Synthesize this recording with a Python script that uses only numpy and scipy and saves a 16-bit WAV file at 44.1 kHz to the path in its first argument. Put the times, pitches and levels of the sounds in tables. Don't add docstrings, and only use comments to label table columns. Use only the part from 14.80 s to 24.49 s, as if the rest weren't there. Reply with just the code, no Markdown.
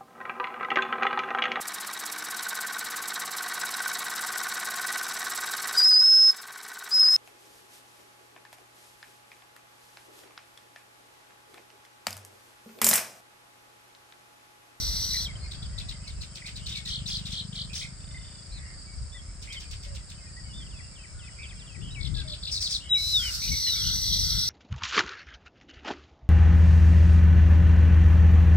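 import sys
import numpy as np
from scipy import signal
from scipy.fft import rfft, irfft
from scipy.io import wavfile
from scipy.ndimage import uniform_filter1d

SR = 44100
rng = np.random.default_rng(int(sys.argv[2]) if len(sys.argv) > 2 else 0)


def wav_record(signal):
    frames = np.transpose(np.atleast_2d(signal))
    bounded = np.clip(frames, -1, 1)
    quanta = np.round(bounded * 32767).astype(np.int16)
    wavfile.write(sys.argv[1], SR, quanta)


N = 427329
TIME = np.arange(N) / SR


def gain_of(db):
    return 10 ** (np.asarray(db) / 20)


def evened(x):
    return x / np.sqrt(np.mean(x ** 2) + 1e-20)


def pan(db):
    return gain_of([[db / 2], [-db / 2]])


def noise(n=N):
    return rng.standard_normal((2, n))


def read(points, hz):
    f, value = np.transpose(points)
    return np.interp(np.log(hz + 1), np.log(f + 1), value)


def follow(rows, t):
    s, *columns = np.transpose(rows)
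    return [np.interp(t, s, column) for column in columns]


def coloured(x, points):
    n = x.shape[-1]
    gains = gain_of(read(points, np.fft.rfftfreq(n, 1 / SR)))
    return evened(irfft(rfft(x) * gains, n))


def band(x, hz, width_hz):
    n = x.shape[-1]
    bell = np.exp(-.5 * ((np.fft.rfftfreq(n, 1 / SR) - hz) / width_hz) ** 2)
    return evened(irfft(rfft(x) * bell, n))


def drift(n, hz):
    knots = np.arange(int(n * 4000 / SR) + 2)
    return np.interp(np.arange(n) * min(hz, 3999) / SR, knots, rng.standard_normal(len(knots)))


def angle(hz):
    return 2 * np.pi * np.cumsum(hz) / SR


def add(mix, s, sound):
    part = mix[:, max(round(s * SR), 0):][:, :sound.shape[-1]]
    part += sound[..., :part.shape[1]]


def syrinx(hz, level, pan_db, lead, second_db=-30, third_db=-33):
    phase = angle(hz) + np.array([[lead], [0]])
    second = gain_of(second_db) * np.sin(2 * phase)
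    third = gain_of(third_db) * np.sin(3 * phase) * (3 * hz < SR / 2)
    return np.sqrt(2) * (np.sin(phase) + second + third) * level * pan(pan_db)


def note(length, pitches_hz, db, pan_db, depth_hz=0, trill_hz=68):
    u = np.linspace(0, 1, int(length * SR))
    trill = np.sin(angle(trill_hz * (1 + 0.18 * drift(len(u), 112))))
    count = len(pitches_hz)
    slur = np.polyfit(np.linspace(0, 1, count), np.log(pitches_hz), count - 1)
    hz = np.exp(np.polyval(slur, u))
    hz = hz * (1 + 0.0087 * drift(len(u), 298)) + depth_hz * trill
    level = evened(signal.windows.tukey(len(u), .3) * gain_of(-trill * depth_hz / 50))
    return syrinx(hz, gain_of(db) * level, pan_db, 1.25, second_db=-43, third_db=-52)


def stroke(top_hz, length, db, fall=.72):
    u = np.linspace(0, 1, int(length * SR))
    level = gain_of(db - 4.0) * abs(np.sin(np.pi * u)) ** .7
    return syrinx(top_hz * fall ** u, level, 2.7, 1.81, second_db=-22, third_db=-36)


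# (frequency [Hz], level [dB])
AIR_COLOUR = [(150, -39), (250, 1), (452, -6), (583, -3.5), (865, -9), (1420, -5), (1950, -9),
              (2400, -11.5), (3560, -15), (4000, -11), (5200, -16.5), (8800, -120)]
# (time [s], level [dB])
AIR_LEVEL = [(0.0, -59), (0.13, -61.5), (1.32, -67), (6.26, -68), (9.61, -66), (9.69, -71)]


def air():
    db, = follow(AIR_LEVEL, TIME)
    wash = coloured(noise() + 0.82 * rng.standard_normal(N), AIR_COLOUR) * gain_of([[1], [-1]])
    drone = gain_of(-84.0) * band(noise(), 570, 25)
    hiss = gain_of(-81) * band(noise(), 17000, 5500)
    return gain_of(db + 10.0) * wash + drone + hiss


# (frequency [Hz], level [dB])
WIND_COLOUR = [(11, -44), (18, -25), (43, 3.5), (65, 2.5), (139, -7.5), (197, -18), (233, -25),
               (500, -41.5), (650, -77), (1100, -120)]
# (time [s], level [dB], upper rumble against the deep part [dB])
BREEZE = [(0, -32.5, -21), (.3, -40, -23), (2.3, -43.5, -11), (3.9, -43.5, -19), (4.8, -43.5, -38),
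          (5.8, -43.5, -6.5), (6.45, -41.5, -29), (6.8, -39.5, -9.5), (7.6, -40, -11), (8.05, -41, -33),
          (8.4, -38.5, -18), (8.85, -45.5, -20), (9.69, -40, -9.5)]
# (peak time [s], half width [s], level [dB], upper rumble against the deep part [dB], left-right [dB])
GUSTS = [(4.215, 0.034, -31.5, -34, 6), (4.94, 0.026, -33.5, -35, 3), (7.02, 0.048, -40, -1.5, 25),
         (7.32, 0.084, -29.5, -8.5, 24), (8.717, 0.036, -29.5, -7.5, 16), (9.1, 0.078, -34, -6, 22),
         (9.37, 0.12, -32.5, -9.5, 30), (9.57, 0.035, -30.5, -11, 12)]


def wind(side_db=0.5, swell_db=4):
    rumble = coloured(noise() + 1.35 * rng.standard_normal(N), WIND_COLOUR)
    deep = signal.sosfiltfilt(signal.butter(4, 130, fs=SR, output="sos"), rumble)
    deep_even = deep / np.sqrt(uniform_filter1d((deep ** 2).mean(0), 7000) + 1e-9)
    breeze_db, breeze_upper_db = follow(BREEZE, TIME)
    flows = [(gain_of(breeze_db + swell_db * drift(N, 8)), breeze_upper_db, side_db)]
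    for s, width, db, upper_db, gust_side_db in GUSTS:
        swell = np.exp(-.5 * ((TIME - s) / width) ** 2)
        flows.append((gain_of(db) * swell, upper_db, gust_side_db))
    deep_power = upper_power = 0
    for level, upper_db, flow_side_db in flows:
        power = (level * evened(pan(flow_side_db))) ** 2
        deep_power = deep_power + power
        upper_power = upper_power + power * gain_of(2 * upper_db)
    return np.sqrt(deep_power) * deep_even + np.sqrt(upper_power) * evened(rumble - deep)


# (time [s], firings per second [Hz], level [dB])
ENGINE = [(0, 27.7, -48), (1.7, 23.1, -51.5), (2.2, 26, -43.5), (2.7, 24.8, -44), (3.3, 26.5, -48.5),
          (3.7, 28.3, -55.5), (9.7, 32.4, -54)]


def engine():
    rate, db = follow(ENGINE, TIME)
    cycle = angle(rate) / (2 * np.pi) % 1
    thumps = np.exp(-cycle / 0.044) * (1 + 3 * rng.standard_normal(N))
    pipe = [(30, -35), (80, -10.0), (130, -1.0), (200, -3),
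            (280, -29.0), (600, -36.0), (1500, -51), (4000, -100)]
    return gain_of(db) * coloured(thumps, pipe) * pan(5)


# (frequency [Hz], level [dB])
INSECT_COLOUR = [(5900, -26), (6300, -1.5), (7000, -4.5), (7600, 2), (8500, 2), (9100, -3), (9500, -92)]


def insects(hiss=3.2):
    cycle = angle(118 * (1 + .11 * drift(N, 120))) / (2 * np.pi) % 1
    sweep_hz = 9200 - 2900 * cycle + 160 * drift(N, 400)
    sweep_level = np.sin(np.pi * cycle) * gain_of(2.0 * drift(N, 150))
    sweeps = syrinx(sweep_hz, sweep_level, 0.33, 1.52, second_db=-85, third_db=-60)
    shrill = gain_of(-52.5) * coloured(evened(sweeps) + hiss * noise(), INSECT_COLOUR)
    throb = gain_of(3.5 * np.sin(angle(27 + 2 * drift(N, 8))) + 2.5 * drift(N, 5))
    low = gain_of(-55.5) * evened(throb * band(noise(), 4698, 175))
    flicker = gain_of(1.8 * drift(N, 70))
    high = gain_of(-56.5) * evened(flicker * band(noise(), 5254, 235))
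    return shrill + low + high


def colony(count=170):
    out = np.zeros((2, N))
    for when, pitch, long, loud, side in rng.random((count, 5)):
        u = np.linspace(0, 1, int((0.0255 + 0.0497 * long) * SR))
        level = gain_of(-76 + 6 * (loud - .5)) * np.sin(np.pi * u)
        hz = (1900 + 1600 * pitch) * (1 - 0.076 * u ** 2)
        call = syrinx(hz, level, 8 * (side - .5), 2 * np.pi * side, second_db=-48, third_db=-53)
        add(out, when * N / SR, call)
    return out


# (time [s], length [s], centre [Hz], level [dB])
FAR_CALLS = [(3.714, 0.25, 1930, -70.5), (6.209, 0.55, 1380, -84), (8.321, .3, 1510, -66),
             (8.868, .32, 1480, -67), (9.392, 0.31, 1480, -68)]


def far_calls():
    out = np.zeros((2, N))
    for s, length, hz, db in FAR_CALLS:
        n = int(length * SR)
        pulses = gain_of(0.88 * np.sin(angle(np.linspace(115, 95, n)))) * noise(n)
        add(out, s, gain_of(db) * band(pulses, hz, 215) * signal.windows.tukey(n, .6))
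    return out


# (time [s], pitch [Hz], level [dB], stammer depth [dB])
WHINE = [(3.17, 296, -66, 14), (3.205, 297, -49, 14), (3.29, 306, -44, 12), (3.4, 301, -49, 7),
         (3.5, 296, -50, 5), (3.6, 290, -60, 1), (3.72, 276, -65, 2)]
# (frequency [Hz], level [dB])
WHINE_THROAT = [(1500, -16), (1850, 0), (2650, -8), (2980, 5), (3270, -17), (3580, 12), (3850, -6),
                (4150, -22), (4800, -35)]


def whine(stammer_hz=28.5, dip=.035):
    t = np.arange(WHINE[0][0], WHINE[-1][0], 1 / SR)
    hz, db, stammer = follow(WHINE, t)
    pulse = np.cos(angle(stammer_hz + drift(len(t), 24)))
    shake = .0015 * (1 + abs(stammer)) * drift(len(t), 401)
    bend = dip * np.clip(stammer / 4, 0, 1) * (.6 - pulse)
    phase = angle(hz * (1 + shake + bend))
    overtones = sum(np.cos(k * phase + np.array([[k / 10], [0]])) for k in range(5, 16))
    out = np.zeros((2, N))
    add(out, t[0], coloured(overtones, WHINE_THROAT) * gain_of(db + stammer * (pulse - 1.5)))
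    return out


# (time [s], length [s], pitch [Hz], level [dB])
COOS = [(5.052, 0.11, 572, -54.5), (7.441, 0.11, 615, -51.5), (9.228, 0.197, 609, -60.5)]


def coos(end=0.93):
    out = np.zeros((2, N))
    for s, length, hz, db in COOS:
        add(out, s, note(length, [hz, hz, end * hz], db, pan_db=7))
    return out


# (time [s], pitch [Hz], level [dB])
PIPS = [(.02, 3250, -61), (.128, 3330, -61), (.232, 3200, -52), (1.265, 2240, -52.5), (2.055, 1960, -53),
        (3.34, 2090, -44.5), (4.342, 1990, -50), (4.745, 2174, -47.5), (5.563, 1960, -48.5),
        (8.712, 2247, -35.5), (8.866, 2980, -38.5), (8.95, 2285, -46)]


def pips(length_s=0.04, start=0.93, end=0.902):
    out = np.zeros((2, N))
    for s, hz, db in PIPS:
        add(out, s, note(length_s, [start * hz, hz, end * hz], db, pan_db=3.5))
    return out


# (time [s], length [s], top [Hz], last pitch [Hz], level [dB], buzz depth [Hz])
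ARCHES = [(3.711, 0.088, 4400, 3500, -48, 260), (4.314, 0.1, 3600, 3300, -50, 60),
          (5.723, .125, 3610, 3000, -47.5, 70)]


def arches(start=.91, shoulder=.95):
    out = np.zeros((2, N))
    for s, length, hz, last, db, depth_hz in ARCHES:
        pitches_hz = [start * hz, hz, shoulder * hz, last]
        add(out, s, note(length, pitches_hz, db, 1.7, depth_hz, trill_hz=147.6))
    return out


# (time [s], length [s], pitch [Hz], level [dB], left-right [dB])
TRILLS = [(0.335, 0.04, 2150, -40.5, 1), (1.616, 0.016, 2200, -44.5, 1), (1.64, 0.051, 2380, -44.5, -3),
          (2.891, .06, 2670, -53.5, -14), (3.007, 0.06, 2380, -42, -2), (4.666, 0.099, 2380, -45.5, -2),
          (6.58, 0.08, 2490, -44.5, -2), (8.415, 0.098, 2330, -44.5, 10), (8.612, 0.084, 2540, -46.5, 12),
          (8.861, 0.034, 2100, -43, 3), (9.034, 0.071, 3183, -39, 0)]


def trills(ends=.92, depth_hz=215, trill_hz=85):
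    out = np.zeros((2, N))
    for s, length, hz, db, pan_db in TRILLS:
        add(out, s, note(length, [ends * hz, hz, ends * hz], db, pan_db, depth_hz, trill_hz))
    return out


# (time [s], length [s], first pitch [Hz], last pitch [Hz], level [dB])
SLIDES = [(0.302, 0.048, 3990, 4070, -35), (0.363, 0.04, 4040, 4160, -31.5),
          (0.444, 0.0162, 4430, 3500, -33), (0.453, 0.022, 3520, 3090, -35),
          (0.479, 0.042, 2370, 2006, -45.5), (0.554, 0.013, 3100, 3080, -45.5),
          (0.605, 0.071, 4300, 4270, -51), (0.767, 0.031, 4800, 4560, -58), (1.2, 0.08, 2420, 2970, -63),
          (1.886, 0.072, 3600, 3800, -42), (4.7, 0.028, 3050, 3320, -45), (4.74, 0.027, 3760, 3250, -46),
          (4.764, 0.028, 3180, 3050, -39.5), (5.692, 0.044, 2970, 2880, -53),
          (5.861, .023, 3280, 2570, -52.5), (6.33, 0.16, 1470, 1390, -60.5), (6.43, 0.05, 3800, 3300, -59),
          (6.628, 0.04, 3750, 2950, -48.5), (6.69, 0.026, 4000, 3000, -50), (6.791, .048, 4130, 2810, -53),
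          (7.353, 0.085, 1690, 1540, -52), (8.68, 0.011, 3000, 2830, -39), (8.827, 0.13, 4390, 3630, -26.5),
          (8.96, 0.069, 3630, 3200, -34.5), (9.426, 0.052, 5050, 4500, -30)]


def slides():
    out = np.zeros((2, N))
    for s, length, first, last, db in SLIDES:
        add(out, s, note(length, [first, last], db, pan_db=2.5))
    return out


# (delay [s], length [s], first pitch [Hz], middle pitch [Hz],
# last pitch [Hz], trill depth [Hz], level [dB], left-right [dB])
STEP_PHRASE = [(0, .076, 3950, 2770, 2600, 0, 1.5, 5), (.085, 0.028, 2680, 2260, 1760, 0, 3.5, 10.5)]
# (time [s], level [dB])
STEP_SONG = [(5.9, -56.5), (6.148, -55.5), (6.385, -55), (6.622, -54.5), (6.859, -54.5)]
TRILL_PHRASE = [(0, 0.11, 2840, 3150, 3060, 199, -1, 2.5), (.097, 0.039, 3660, 3860, 3930, 0, 2, -1),
                (.137, .022, 3200, 2740, 2400, 0, 2.5, 7), (.152, 0.068, 2345, 2230, 2170, 8, 0.5, 12.5)]
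# (time [s], level [dB])
TRILL_SONG = [(1.797, -50.5), (7.008, -47), (7.997, -45.5)]


def song(phrase, repeats):
    out = np.zeros((2, N))
    for s, db in repeats:
        for delay, length, first, middle, last, depth, note_db, pan_db in phrase:
            add(out, s + delay, note(length, [first, middle, last], db + note_db, pan_db, depth))
    return out


# (time [s], pitch [Hz], level [dB])
LONG_WHISTLE = [(8.091, 3930, -40), (8.123, 3840, -19.5), (8.159, 3840, -20), (8.189, 3955, -30),
                (8.325, 4030, -28.5), (8.348, 3820, -21.5), (8.37, 3650, -21), (8.41, 3270, -30.5),
                (8.506, 2830, -38)]


def long_whistle(trill_hz=125, depth_hz=75, from_s=8.16, to_s=8.347, fade_s=0.024):
    t = np.arange(LONG_WHISTLE[0][0], LONG_WHISTLE[-1][0], 1 / SR)
    hz, db = follow(LONG_WHISTLE, t)
    depth = depth_hz * np.clip(np.minimum(t - from_s, to_s - t) / fade_s, .08, 1)
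    flutter = angle(trill_hz * (1 + 0.1 * drift(len(t), 110)))
    level = gain_of(db + depth / 45 * np.cos(flutter)) * signal.windows.tukey(len(t), .03)
    pitch = hz + depth * np.sin(flutter) + 12 * drift(len(t), 404.6)
    out = np.zeros((2, N))
    add(out, t[0], syrinx(pitch, level, 2.6, 1.22, second_db=-35, third_db=-44))
    return out


def add_flurry(mix, s, length, low_hz, high_hz, db, count):
    for when, pitch, long, loud in rng.random((count, 4)):
        top_hz = low_hz + pitch * (high_hz - low_hz)
        add(mix, s + when * length, stroke(top_hz, .005 + .005 * long, db - 6 * loud, fall=.76))


# (frequency [Hz], level [dB])
RASP_COLOUR = [(1500, -3.5), (2300, 5.5), (3500, -10), (5200, 24.5), (6800, 13.5), (9000, 14), (12500, -42),
               (16000, 11)]


def rasp(length, rise=0.14, top_hz=6500, end_hz=4400, hiss=.6):
    u = np.linspace(0, 1, int(length * SR))
    flaps = gain_of(0.61 * drift(len(u), 493))
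    hz = top_hz + (end_hz - top_hz) * u + 650 * drift(len(u), 900)
    tone = syrinx(hz, flaps, 0.54, 0.8, second_db=-30, third_db=-21.0)
    breath = coloured(flaps * noise(len(u)), RASP_COLOUR)
    return evened((1 - hiss) * evened(tone) + hiss * breath) * np.interp(u, [0, rise, 1], [0, 1.4, 0])


# (time [s], first sweep's top [Hz], last sweep's top [Hz], level [dB], rasp level [dB])
RUNS = [(7.713, 6070, 4194, -25, -36.5), (7.806, 6100, 4400, -24, -34.5), (7.897, 6260, 4215, -24.5, -34.5)]


def runs(count=8, sweeps_per_s=104, scatter=.04, loose_s=.0012, rough_db=2):
    out = np.zeros((2, N))
    for s, first, last, db, rasp_db in RUNS:
        for k, (late, sharp, loud) in enumerate(rng.standard_normal((count, 3))):
            u = k / (count - 1)
            swell = np.interp(u, [0, .45, .85, 1], [-7, -1, 1, -4])
            hz = first * (last / first) ** u * (1 + scatter * sharp)
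            sweep = stroke(hz, .0095, db + swell + rough_db * loud, fall=.77)
            add(out, s + k / sweeps_per_s + loose_s * late, sweep)
        add_flurry(out, s, .08, 3900, 6000, db - 5, count=17)
        hoarse_start = rasp(0.11, rise=0.18, top_hz=6270, end_hz=4760, hiss=0.83)
        add(out, s - .006, gain_of(rasp_db) * hoarse_start)
    return out


# (time [s], first stroke's top [Hz], last stroke's top [Hz], level [dB],
# second side's level [dB])
STUTTERS = [(7.209, 5000, 4220, -33, -41), (7.348, 4870, 4450, -31.5, -35), (7.482, 5190, 4450, -31.5, -35),
            (7.632, 5110, 4510, -28, -35.5)]
# (delay [s], length [s], pitch ratio, level [dB])
STROKES = [(0, .009, 1, -2), (.0215, .007, 1.08, 0), (.040, .009, 1, 0), (.048, .014, 1, -.5),
           (.060, .012, .98, -9)]


def stutters(scatter=.012, loose_s=.0005, rough_db=1):
    out = np.zeros((2, N))
    for s, first, last, db, second_db in STUTTERS:
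        tops_hz = np.geomspace(first, last, len(STROKES))
        chance = rng.standard_normal((len(STROKES), 3))
        for (delay, length, ratio, stroke_db), top_hz, (late, sharp, loud) in zip(STROKES, tops_hz, chance):
            hz = top_hz * ratio * (1 + scatter * sharp)
            beat = stroke(hz, length, db + stroke_db + rough_db * loud, fall=.7)
            add(out, s + delay + loose_s * late, beat)
        for delay, _, _, stroke_db in STROKES[:3]:
            add(out, s + delay - .007, stroke(3850, 0.011, second_db + stroke_db, fall=0.837))
        add_flurry(out, s, .07, 4400, 5900, db - 8, count=14)
        add_flurry(out, s + .015, .055, 2700, 4200, db - 11, count=9)
    return out


# (first crest's time [s], last crest's time [s], first crest [Hz], last crest [Hz], trough [Hz],
# level [dB], level of the rasp at the start [dB])
WARBLES = [(2.093, 2.16, 4660, 4520, 3097, -28.5, -45), (2.311, 2.354, 5330, 5090, 3250, -27, -43),
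           (2.533, 2.602, 4824, 4380, 3156, -29, -50), (2.76, 2.818, 4580, 4810, 3114, -30.5, -52),
           (2.967, 3.03, 4900, 4590, 3035, -34.5, -38.5)]


def warbles(crests_per_s=46):
    out = np.zeros((2, N))
    for s, end, first, last, bottom, db, rasp_db in WARBLES:
        count = round((end - s) * crests_per_s)
        period = (end - s) / count
        t = np.arange(s - period / 2, end + 0.59 * period, 1 / SR)
        height = 1 - abs(np.sin(np.pi * (t - s) / period)) ** 0.84
        hz = bottom + (np.interp(t, [s, end], [first, last]) - bottom) * height
        hz = hz + 40 * drift(len(t), 840) + 65 * drift(len(t), 80)
        swell = np.interp(t, [t[0], s + period, end, t[-1]], [0.5, 0.5, 4.0, -1])
        swell = swell + 5 * height + 0.93 * drift(len(t), 95)
        level = gain_of(db - 11.0 + swell) * signal.windows.tukey(len(t), .1)
        add(out, t[0], syrinx(hz, level, 1, -1.37, second_db=-35, third_db=-40))
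        for crest in np.linspace(s, end, count + 1):
            late = .005 + .001 * rng.standard_normal()
            add(out, crest + late, stroke(last * rng.uniform(.95, 1.05), .008, db - 11, fall=.76))
        add_flurry(out, s, end - s + .03, 3700, 1.1 * last, db - 7, count=13)
        rough_start = rasp(0.12, rise=0.046, top_hz=6340, end_hz=4260, hiss=0.94)
        add(out, s - .018, gain_of(rasp_db) * rough_start)
    return out


# (frequency [Hz], level [dB])
CHIP_EDGE = [(1700, -31), (2600, -8), (3600, -1), (5200, 3.5), (6500, -2.5), (9000, -6), (10500, -23.5),
             (15000, -18)]


def scuff(rise_s=.012, t60=.115, low_db=-6, low_peak_s=.03, low_hz=2900):
    t = np.arange(0, .08, 1 / SR)
    grain = gain_of(3.5 * drift(len(t), 450)) * noise(len(t))
    fade = np.minimum(t / rise_s, 1) * gain_of(-60 * np.maximum(t - rise_s, 0) / t60)
    low_swell = np.interp(t, [0, low_peak_s, t[-1]], [0, 1, 0]) ** 2
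    return coloured(grain, CHIP_EDGE) * fade + gain_of(low_db) * band(grain, low_hz, 910) * low_swell


# (time [s], top pitch [Hz], level [dB],
# scuff level [dB])
CHIPS = [(0.718, 4580, -28.5, -46.5), (0.749, 5260, -39, -68), (0.828, 4160, -31.5, -58),
         (.985, 4650, -23.5, -43.5), (1.092, 4640, -24.5, -44), (1.278, 5060, -29, -46),
         (1.416, 5050, -28.5, -44), (1.556, 5100, -35, -41.5), (1.663, 4890, -29, -40),
         (1.763, 4930, -28, -44), (1.866, 4680, -24, -40.5), (1.892, 6150, -30, -43),
         (1.924, 4030, -26, -45), (1.956, 4550, -23, -44.5), (1.972, 4630, -25, -43),
         (2.057, 4620, -28, -41), (2.073, 4530, -24, -49), (2.089, 6150, -29, -59), (2.188, 3900, -30, -55),
         (2.263, 4570, -23, -43), (2.277, 6700, -27.5, -39.5), (2.286, 5700, -25, -50),
         (2.366, 5020, -22, -44), (2.389, 3970, -33, -51), (2.456, 4430, -28, -45.5),
         (2.466, 4520, -26.5, -43.5), (2.506, 3820, -34, -45), (2.519, 4260, -29, -45),
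         (2.524, 6450, -32, -54), (2.586, 4020, -30.5, -48), (2.729, 3940, -32, -62),
         (2.741, 3950, -44, -67), (2.937, 4430, -29, -39), (2.954, 6200, -26, -56),
         (4.625, 5900, -37, -44.5), (4.728, 4625, -34, -41.5), (4.804, 6130, -37, -44),
         (4.914, 5580, -37, -42), (5.032, 5740, -37, -46), (5.15, 4500, -46, -44), (5.298, 4800, -39, -46)]
# (delay [s], pitch ratio, length [s], level [dB])
FLICKS = [(-.006, .86, .007, -12), (.008, 1.06, .008, -14), (.014, .9, .01, -13), (.023, .8, .016, -16)]


def chips(fall=.72, loose_s=.0012, scatter=0.035):
    out = np.zeros((2, N))
    for s, hz, db, scuff_db in CHIPS:
        add(out, s - .001, stroke(hz * 1.03, 0.0085, db - 4.5, fall=fall))
        chance = rng.standard_normal((len(FLICKS), 2))
        for (delay, ratio, length, flick_db), (late, sharp) in zip(FLICKS, chance):
            flick = stroke(hz * ratio * (1 + scatter * sharp), length, db + flick_db, fall=0.86)
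            add(out, s + delay + loose_s * late, flick)
        add(out, s - .009, gain_of(scuff_db) * scuff())
    return out


# (time [s], level [dB])
SCREECH = [(8.14, -51), (8.19, -39.5), (8.29, -35.5), (8.38, -36.5), (8.46, -36.5), (8.51, -37.5),
           (8.555, -32.5), (8.6, -43), (8.66, -38)]
# (frequency [Hz], level [dB])
SCREECH_COLOUR = [(1200, -56), (2400, -21), (3400, -15), (4300, -2), (5400, 0.5), (6800, -13), (7900, -11),
                  (10000, -20.5), (11800, -14.5), (13000, -31), (15000, -14), (16000, -32)]


def screech():
    db, = follow(SCREECH, TIME)
    rattle = gain_of(1.3 * np.sin(angle(125 + 20 * drift(N, 80))))
    sounding = (TIME > SCREECH[0][0]) & (TIME < SCREECH[-1][0])
    return gain_of(db) * sounding * coloured(rattle * noise(), SCREECH_COLOUR)


def churr(n, rate_hz=68, bottom_hz=3330, swing_hz=1300, count=2):
    out = np.zeros((2, n))
    for lead in np.linspace(.8, 2, count):
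        height = 1 - abs(np.sin(angle(rate_hz * (1 + .2 * drift(n, 40))) / 2))
        hz = bottom_hz + swing_hz * height + 130 * drift(n, 45)
        out += syrinx(hz, gain_of(9 * np.sqrt(height) + 4 * drift(n, 40)), 1, lead)
    return evened(out)


# (time [s], level [dB], buzz rate [Hz], churr share [0-1],
# lower side's pitch [Hz], upper side's pitch [Hz])
WHEEZES = [
    [(0, -33.5, 244.6, 0.17, 4310, 5660), (.2, -33, 243.6, 0.1, 4318, 5620),
     (.31, -33.5, 247.3, 0.03, 4320, 5690), (.43, -34, 247, 0.3, 4390, 5650),
     (.452, -40, 250, .1, 4400, 5500), (.47, -56, 250, .1, 4300, 5400)],
    [(8.58, -42, 239.7, .1, 4340, 5560), (8.64, -31.5, 240.2, 0, 4307, 5710),
     (8.98, -31, 240, 0.29, 4282, 5594), (9.12, -31, 238.6, 0.45, 4302, 5750),
     (9.2, -30, 236.6, 0, 4316, 5690), (9.27, -29.5, 241.7, 0.45, 4320, 5660),
     (9.5, -29.5, 241, 0.26, 4330, 5610), (9.7, -31, 240.5, 0.7, 4276, 5520)],
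]
# (frequency [Hz], level [dB])
WHEEZE_COLOUR = [(1000, -33), (1710, -20), (2180, -15), (2810, 3), (3930, -8), (5130, -3.5), (5570, 3),
                 (6300, 6), (6860, -18), (7790, 0.5), (9720, -17.5), (13000, -5.5), (16000, -15)]


def wheezes(upper_buzz_hz=158, jitter=.06, wander_hz=52, sway_hz=32, hoarse=.25, grain_db=3.6):
    out = np.zeros((2, N))
    throat = signal.butter(6, 3550, "highpass", fs=SR, output="sos")
    for rows in WHEEZES:
        t = np.arange(rows[0][0], rows[-1][0], 1 / SR)
        db, rate, churr_share, lower_hz, upper_hz = follow(rows, t)
        n = len(t)
        buzz = angle(rate * (1 + jitter * drift(n, 300)))
        upper_buzz = angle(upper_buzz_hz * (1 + .12 * drift(n, 200)))
        stray = [wander_hz * drift(n, 700) + sway_hz * drift(n, 21.93) for side in range(2)]
        sputter = [gain_of(grain_db * drift(n, 200)) for side in range(2)]
        lower_pitch = lower_hz + 230 * np.sin(buzz) + 510 * np.sin(2 * buzz) + stray[0]
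        lower = syrinx(lower_pitch, sputter[0], 1, 1.1, second_db=-24, third_db=-15)
        upper_pitch = upper_hz + 230 * np.sin(upper_buzz) + 110 * drift(n, 1400) + stray[1]
        upper_level = sputter[1] * gain_of(3 * np.cos(upper_buzz))
        upper = syrinx(upper_pitch, upper_level, 1, 2.13, second_db=-18, third_db=-50)
        hiss = coloured(noise(n) * (1 + .8 * np.cos(buzz)), WHEEZE_COLOUR)
        voice = signal.sosfilt(throat, (1 - hoarse) * evened(lower + upper) + hoarse * hiss)
        undertone = gain_of(-29.5) * band(noise(n), 2030, 86)
        neighbours = np.clip(churr_share, 0, 1) * churr(n)
        add(out, t[0], gain_of(db) * evened(voice + undertone + neighbours))
    return out


# (frequency [Hz], time to fall by 60 dB [s])
TREE = [(300, 0.11), (2000, 0.4), (4500, 0.2), (9000, 0.32), (16000, 0.056)]


def tree(x, twigs_db, far_db, twigs_t60):
    taps = noise(SR // 2) * (rng.random((2, SR // 2)) < .05)
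    t = np.arange(SR // 2) / SR
    twigs = taps * gain_of(-60 * t / twigs_t60) * (t > .001)
    hz, at, z = signal.stft(taps * (t > .015), SR, nperseg=256)
    fade = gain_of(-60 * at / read(TREE, hz)[:, None])
    tail = signal.istft(z * fade, SR, nperseg=256)[1][:, :len(t)]
    echo = (gain_of(twigs_db) * evened(twigs) + gain_of(far_db) * evened(tail)) / np.sqrt(len(t))
    return x + signal.fftconvolve(x, echo, axes=1)[:, :N]


def scene():
    background = air() + wind() + engine() + insects()
    far = tree(far_calls() + colony(), twigs_db=13.5, far_db=9.0, twigs_t60=0.025)
    songs = song(STEP_PHRASE, STEP_SONG) + song(TRILL_PHRASE, TRILL_SONG)
    whistles = songs + trills() + arches() + slides() + pips() + coos() + whine()
    notes = tree(gain_of(-3) * whistles, twigs_db=-10, far_db=-14, twigs_t60=.06)
    near = tree(long_whistle(), twigs_db=-14, far_db=-24, twigs_t60=.05)
    chatter = chips() + warbles() + stutters() + runs()
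    close = tree(chatter, twigs_db=-9.5, far_db=-16, twigs_t60=.14)
    buzzes = tree(gain_of(2) * (wheezes() + screech()), twigs_db=-6, far_db=-17, twigs_t60=.05)
    return background + far + notes + near + close + buzzes


def record(dry, edge_hz=15900):
    lowpass = signal.firwin(511, edge_hz, window=("kaiser", 9), fs=SR)
    return signal.oaconvolve(dry, lowpass[None], "same", axes=1)


dry = scene()
out = record(dry)
wav_record(out)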